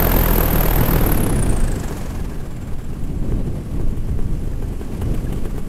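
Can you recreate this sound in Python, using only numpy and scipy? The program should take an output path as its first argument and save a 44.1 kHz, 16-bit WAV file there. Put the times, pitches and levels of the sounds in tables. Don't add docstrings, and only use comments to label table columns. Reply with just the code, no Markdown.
import sys
import numpy as np
from scipy import signal
from scipy.fft import rfft, irfft
from scipy.io import wavfile
from scipy.ndimage import uniform_filter1d

SR = 44100
rng = np.random.default_rng(int(sys.argv[2]) if len(sys.argv) > 2 else 0)


def level_to_linear(level):
    exponent = np.asarray(level, float) / 20
    return 10 ** exponent


def waveform_to_disk(signal):
    frames = np.transpose(np.atleast_2d(signal))
    scaled = np.clip(frames, -1, 1) * 32767
    samples = np.round(scaled).astype(np.int16)
    wavfile.write(sys.argv[1], SR, samples)


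N = 250488
T = np.arange(N) / SR


def evened(x):
    return x / np.sqrt(np.mean(x ** 2) + 1e-20)


def curves(rows):
    s, *columns = np.transpose(rows)
    return [np.interp(T, s, c) for c in columns]


def noise(points, patchy_db, size=512):
    frames = 4 * N // size + 5
    hz = np.fft.rfftfreq(size, 1 / SR)
    real, imaginary, patches = rng.standard_normal((frames, len(hz), 3)).T
    patches = uniform_filter1d(patches, size=8, axis=0)
    patches = evened(uniform_filter1d(patches, size=10, axis=1))
    f, db = np.transpose(points)
    colour_db = np.interp(np.log(hz + 1), np.log(f + 1), db, right=-100)
    z = (real + 1j * imaginary) * level_to_linear(colour_db[:, None] + patchy_db * patches)
    return evened(signal.istft(z, nperseg=size, noverlap=3 * size // 4)[1][:N])


def flicker(hz):
    f = np.fft.rfftfreq(N, 1 / SR)
    return evened(irfft(rfft(rng.standard_normal(N)) / (1 + (f / hz) ** 4), N))


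def resonate(x, hz, width):
    turn = np.exp(2j * np.pi * np.cumsum(hz * np.ones(len(x))) / SR)
    r = np.exp(-np.pi * width / SR)
    return 2 * (turn * signal.lfilter([1 - r], [1, -r], x / turn)).real


def ring(x, modes):
    return sum(level_to_linear(db) * resonate(x, hz, width) for hz, width, db in modes)


def sweep(turns, centre, depth_db, sharp):
    near = .5 + .5 * np.cos(2 * np.pi * (turns - centre))
    return level_to_linear(depth_db * (1.5 + near ** sharp))


def from_nearest(turns):
    return (turns + .5) % 1 - .5


def whistle_gate(turns):
    place = from_nearest(turns)
    fall_db = 120
    nearest = level_to_linear(-fall_db * abs(place))
    clearing = level_to_linear(-8.5 - fall_db * abs(place - .27))
    return nearest + clearing + level_to_linear(-22)


# (t/s, blade passes per second)
BLADE_RATE = [(0.0, 43.42), (0.2, 42.01), (0.4, 40.29), (0.6, 39.36), (0.8, 40.13), (0.95, 39.8),
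              (1.1, 36.13), (1.25, 32.91), (1.4, 29.94), (1.6, 27.05), (1.8, 24.19), (2.0, 22.24),
              (2.2, 20.77), (2.45, 18.42), (2.8, 17.72)]


def propeller():
    rate, = curves(BLADE_RATE)
    turns = -.1 + np.cumsum(rate) / SR
    slowed = np.log2(40 / rate)
    coast_db = 32 * np.maximum(T - 2.81, 0)
    pitch_hz = edge_pitch(rate, turns)
    blades = thump(turns, slowed) + roar(turns, slowed)
    blades += whistle(turns, slowed, pitch_hz) + swish(turns, slowed, pitch_hz)
    return level_to_linear(-coast_db) * blades + cage_spar(turns)


# (multiple of the pass rate, level/dB, lag in turns)
THUMP_TONES = [
    (1, 1, 0.12),
    (2, -7.5, 0.178),
    (3, -7.5, 0.22),
    (4, -10, 0.22),
    (5, -17, 0.258),
]


def thump(turns, slowed):
    tones = sum(level_to_linear(db + flicker(hz=6)) * np.cos(2 * np.pi * k * (turns - lag)) for k, db, lag in THUMP_TONES)
    return level_to_linear(-17.5 - 11 * slowed) * evened(tones)


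# (f/Hz, level/dB per Hz)
ROAR_COLOUR = [(100, -29), (200, -5), (400, -3), (800, -7.5), (1400, -14), (1600, -13.5), (1900, -17),
               (3000, -22.5), (6000, -31.5), (10000, -28), (14000, -30.5), (15700, -37)]
# (f/Hz, width/Hz, level/dB)
FRAME_MODES = [(1134.5, 63, 7), (1670, 74, -12), (3000, 55, -40), (7540, 920, -2.5), (10750, 240, 0)]


def roar(turns, slowed):
    frame = evened(ring(rng.standard_normal(N), FRAME_MODES[1:2]))
    air = noise(ROAR_COLOUR, patchy_db=1.0) + level_to_linear(-21.5) * frame
    hold, fade = .12, .16
    away = np.clip((abs(from_nearest(turns) - .03) - hold) / fade, 0, 1)
    gate = level_to_linear(-7 * away)
    air *= gate ** 0.95 * level_to_linear(flicker(hz=91))
    return level_to_linear(-23.5 - 17.5 * slowed) * evened(air)


def blade_side(turns):
    return np.cos(np.pi * (turns - .1))


# (t/s, f/Hz per blade pass a second)
EDGE_PITCH_RATIO = [(0, 311), (.3, 309.5), (.9, 321), (1.15, 338), (1.45, 326), (1.75, 316), (2.1, 315),
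                    (2.8, 310)]


def edge_pitch(rate, turns):
    swing = np.sin(2 * np.pi * (turns - .05))
    return rate * curves(EDGE_PITCH_RATIO)[0] * (1 + .03 * blade_side(turns) - .045 * swing)


def whistle(turns, slowed, pitch_hz):
    edge = resonate(rng.standard_normal(N), pitch_hz, width=800)
    edge = resonate(edge, pitch_hz, width=1250)
    edge *= whistle_gate(turns) * level_to_linear(1.8 * flicker(hz=30) - 1.2 * blade_side(turns))
    unload_db = 4.5 * np.minimum(T / 0.98, 1)
    return level_to_linear(-23.5 + slowed - 36 * slowed ** 2 - unload_db) * evened(edge)


def swish(turns, slowed, pitch_hz):
    rip = resonate(rng.standard_normal(N), .75 * pitch_hz, width=3700)
    rip = resonate(rip, .75 * pitch_hz, width=6100)
    rip *= sweep(turns, centre=-.02, depth_db=14, sharp=3.5)
    level_db = -53.5 + 7.5 * slowed - 50 * np.maximum(slowed - 0.77, 0)
    return level_to_linear(level_db) * evened(rip)


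# (t/s, level/dB)
WIND_STRENGTH = [(0, -19), (.3, -23.5), (.9, -20.5), (1.15, -18), (1.55, -22.5), (1.95, -29), (2.5, -33.5),
                 (3.0, -32.5), (3.32, -24.5), (3.5, -25.5), (3.66, -30), (3.82, -27.5), (4.3, -31),
                 (4.85, -29.5), (5.08, -24), (5.22, -26), (5.38, -24), (5.68, -32)]
# (t/s, level/dB, length/s)
GUST_LUMPS = [(0.214, -3, 0.029), (.75, 3.5, 0.066), (1.11, -0.5, .06), (1.296, -0.5, 0.06),
              (1.487, 1.5, 0.05), (1.66, 2.5, .05), (1.726, -2.5, .03), (1.82, -5, 0.045),
              (2.114, 2.5, 0.036), (2.236, 3.5, 0.038), (2.443, 3.5, 0.027), (2.65, 3, 0.061),
              (2.95, 3.5, 0.094), (3.18, 2.5, 0.026), (3.327, 5, 0.027), (3.646, -8, 0.0096),
              (3.83, 4, 0.15), (4.0, -5, 0.072), (4.254, 5.5, 0.22), (4.912, -2.5, 0.093),
              (5.05, 4.5, 0.059), (5.434, -3.5, 0.069), (5.614, 0.5, .06)]
# (f/Hz, level/dB per Hz)
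BUFFET_COLOUR = [(3, 4), (6, 4), (20, 2.5), (50, -7.5), (110, -12), (200, -19), (400, -36), (800, -93)]
# (f/Hz, level/dB per Hz)
RUSH_COLOUR = [(50, -22), (110, 2.5), (200, -1), (350, -6), (500, -13.5), (800, -23), (1300, -36.5),
               (2500, -38), (5000, -47.5)]


def wind():
    wind_db, = curves(WIND_STRENGTH)
    lumps_db = sum(db * np.exp(-((T - s) / length) ** 2) for s, db, length in GUST_LUMPS)
    buffet = noise(BUFFET_COLOUR, patchy_db=1.5, size=4096) * level_to_linear(.8 * flicker(hz=12))
    rush = noise(RUSH_COLOUR, patchy_db=0.5, size=1024) * level_to_linear(1.48 * flicker(hz=22.0))
    buffet_db = -20 + 0.6 * (wind_db + 28) + lumps_db
    buffet_db -= 5 * np.exp(-T ** 6)
    rush_db = wind_db - 2 + 0.074 * lumps_db
    return level_to_linear(buffet_db) * evened(buffet) + level_to_linear(rush_db) * evened(rush)


# (t/s, crank turns per second, level/dB)
ENGINE_IDLE = [(0, 53, -33.5), (1, 57, -38.5), (1.6, 54, -42.5), (2, 35, -42), (2.5, 40.4, -50.5),
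               (3.5, 36.5, -48), (4.5, 50, -48), (5.2, 31.6, -45), (5.68, 37, -47)]
# (f/Hz, level/dB per Hz)
CLATTER_COLOUR = [(400, -16), (800, -1.5), (1200, -5), (2000, -8.5), (3000, -11), (3600, -16.5),
                  (5000, -15.5), (7500, -16), (11000, -15), (13500, -18), (15700, -28)]


def clatter():
    rate, level_db = curves(ENGINE_IDLE)
    turns = np.cumsum(rate) / SR
    strength_db = 1.2 * rng.random(400)[turns.astype(int)]
    gate = sweep(turns, centre=.5, depth_db=1.5 + strength_db, sharp=4.5) * level_to_linear(strength_db)
    hiss = noise(CLATTER_COLOUR, patchy_db=.9)
    frame = evened(ring(hiss * gate ** 2, FRAME_MODES))
    return level_to_linear(level_db) * evened(hiss * gate + level_to_linear(-8) * frame)


# (t/s, peak level/dB, f/Hz)
LOOSE_PINGS = [(1.381, -34, 1616), (1.469, -46, 1580), (1.60, -37, 1560), (1.677, -35, 1660),
               (1.72, -37, 1650), (1.828, -37, 1670), (1.914, -44, 1660), (1.979, -47, 1670),
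               (2.181, -38, 1650), (2.31, -44, 1650), (2.399, -48, 1600), (2.93, -49, 2740),
               (4.53, -49, 1750), (4.945, -47, 1630), (5.013, -47, 3000), (5.03, -49, 1640),
               (5.136, -53, 3000), (5.142, -41, 1540), (5.261, -44, 1643), (5.32, -47, 3000),
               (5.455, -48, 1620), (5.58, -53, 2200)]


def pings():
    t = np.arange(2500) / SR
    out = np.zeros(N + len(t))
    shape = (t / .006) * np.exp(1 - t / .006)
    for s, db, hz in LOOSE_PINGS:
        shake = resonate(rng.standard_normal(len(t)), hz, width=90)
        shake = resonate(shake, hz, width=90)
        out[round(s * SR):][:len(t)] += level_to_linear(db) * shape * evened(shake)
    return out[:N]


# (t/s, exhaust puff level/dB, pipe knock level/dB against the puff)
IDLE_FIRINGS = [(1.8298, -27, -5), (1.9017, -26.5, 13), (1.9679, -27, -12), (2.1877, -38, 19),
                (2.3126, -38.5, 17.5), (2.3988, -38, 16), (2.6094, -43, 18), (2.713, -43.5, 22.5),
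                (2.8089, -38, 12), (2.9232, -36.5, 15), (3.033, -31, 2), (3.314, -36, 22), (3.444, -41, 15),
                (3.558, -37, 10), (3.789, -36.5, 18), (3.9662, -30.5, 7), (4.0796, -34, 14),
                (4.1828, -35.5, 19), (4.429, -35, 11), (4.6172, -31.5, 15), (4.72, -35.5, 13),
                (4.8054, -32.5, 16.5), (4.9305, -33, 5), (5.0104, -22.5, 9), (5.1367, -25, 6.5),
                (5.24, -30, -11), (5.3206, -24, 7.5), (5.3687, -33, 5), (5.4475, -27, 12),
                (5.5733, -27.5, 12.5)]
# (f/Hz, level/dB per Hz)
PUFF_COLOUR = [(800, 5), (1600, 2), (3000, 2), (4500, -12), (6200, -11), (8500, -3.5), (13000, -3.5),
               (15700, -10)]
# (f/Hz, level/dB, time to fall 60 dB/s)
PIPE_TONES = [
    (415, 1.5, 0.032),
    (715, -3, 0.008),
    (990, -22, 0.026),
    (1540, -26, 0.13),
]


def firings():
    t = np.arange(3000) / SR
    blow = (1 - np.exp(-t / .004)) / (1 + (t / .017) ** 4)
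    knock = sum(level_to_linear(db - 60 * t / t60) * np.sin(2 * np.pi * hz * t) for hz, db, t60 in PIPE_TONES)
    puffs, knocks = np.zeros((2, N + 2 * len(t)))
    for s, puff_db, knock_db in IDLE_FIRINGS:
        puffs[round(s * SR):][:len(t)] += level_to_linear(puff_db) * blow
        knocks[round((s + .008) * SR):][:len(t)] += level_to_linear(puff_db + knock_db) * knock
    puff = puffs[:N] * noise(PUFF_COLOUR, patchy_db=0.5, size=256)
    return level_to_linear(-13.0) * puff + level_to_linear(-19) * ring(puff, FRAME_MODES) + level_to_linear(-5.5) * knocks[:N]


def cage_spar(turns):
    hum = evened(resonate(rng.standard_normal(N), 7500, width=120) * whistle_gate(turns))
    return hum * level_to_linear(-66.5 + 4.5 * flicker(hz=8)) * np.exp(-((T - 2.7) / .7) ** 4)


def scene():
    return (propeller() + wind() + clatter() + pings() + firings())[None]


def band_limit(x):
    return signal.sosfilt(signal.butter(12, 15770, fs=SR, output="sos"), x)


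def record(dry):
    heard = signal.lfilter(*signal.butter(1, 7, "high", fs=SR), dry)
    limited = np.tanh(heard / 1.4) * 1.4
    return band_limit(limited)


dry = scene()
out = record(dry)
waveform_to_disk(out)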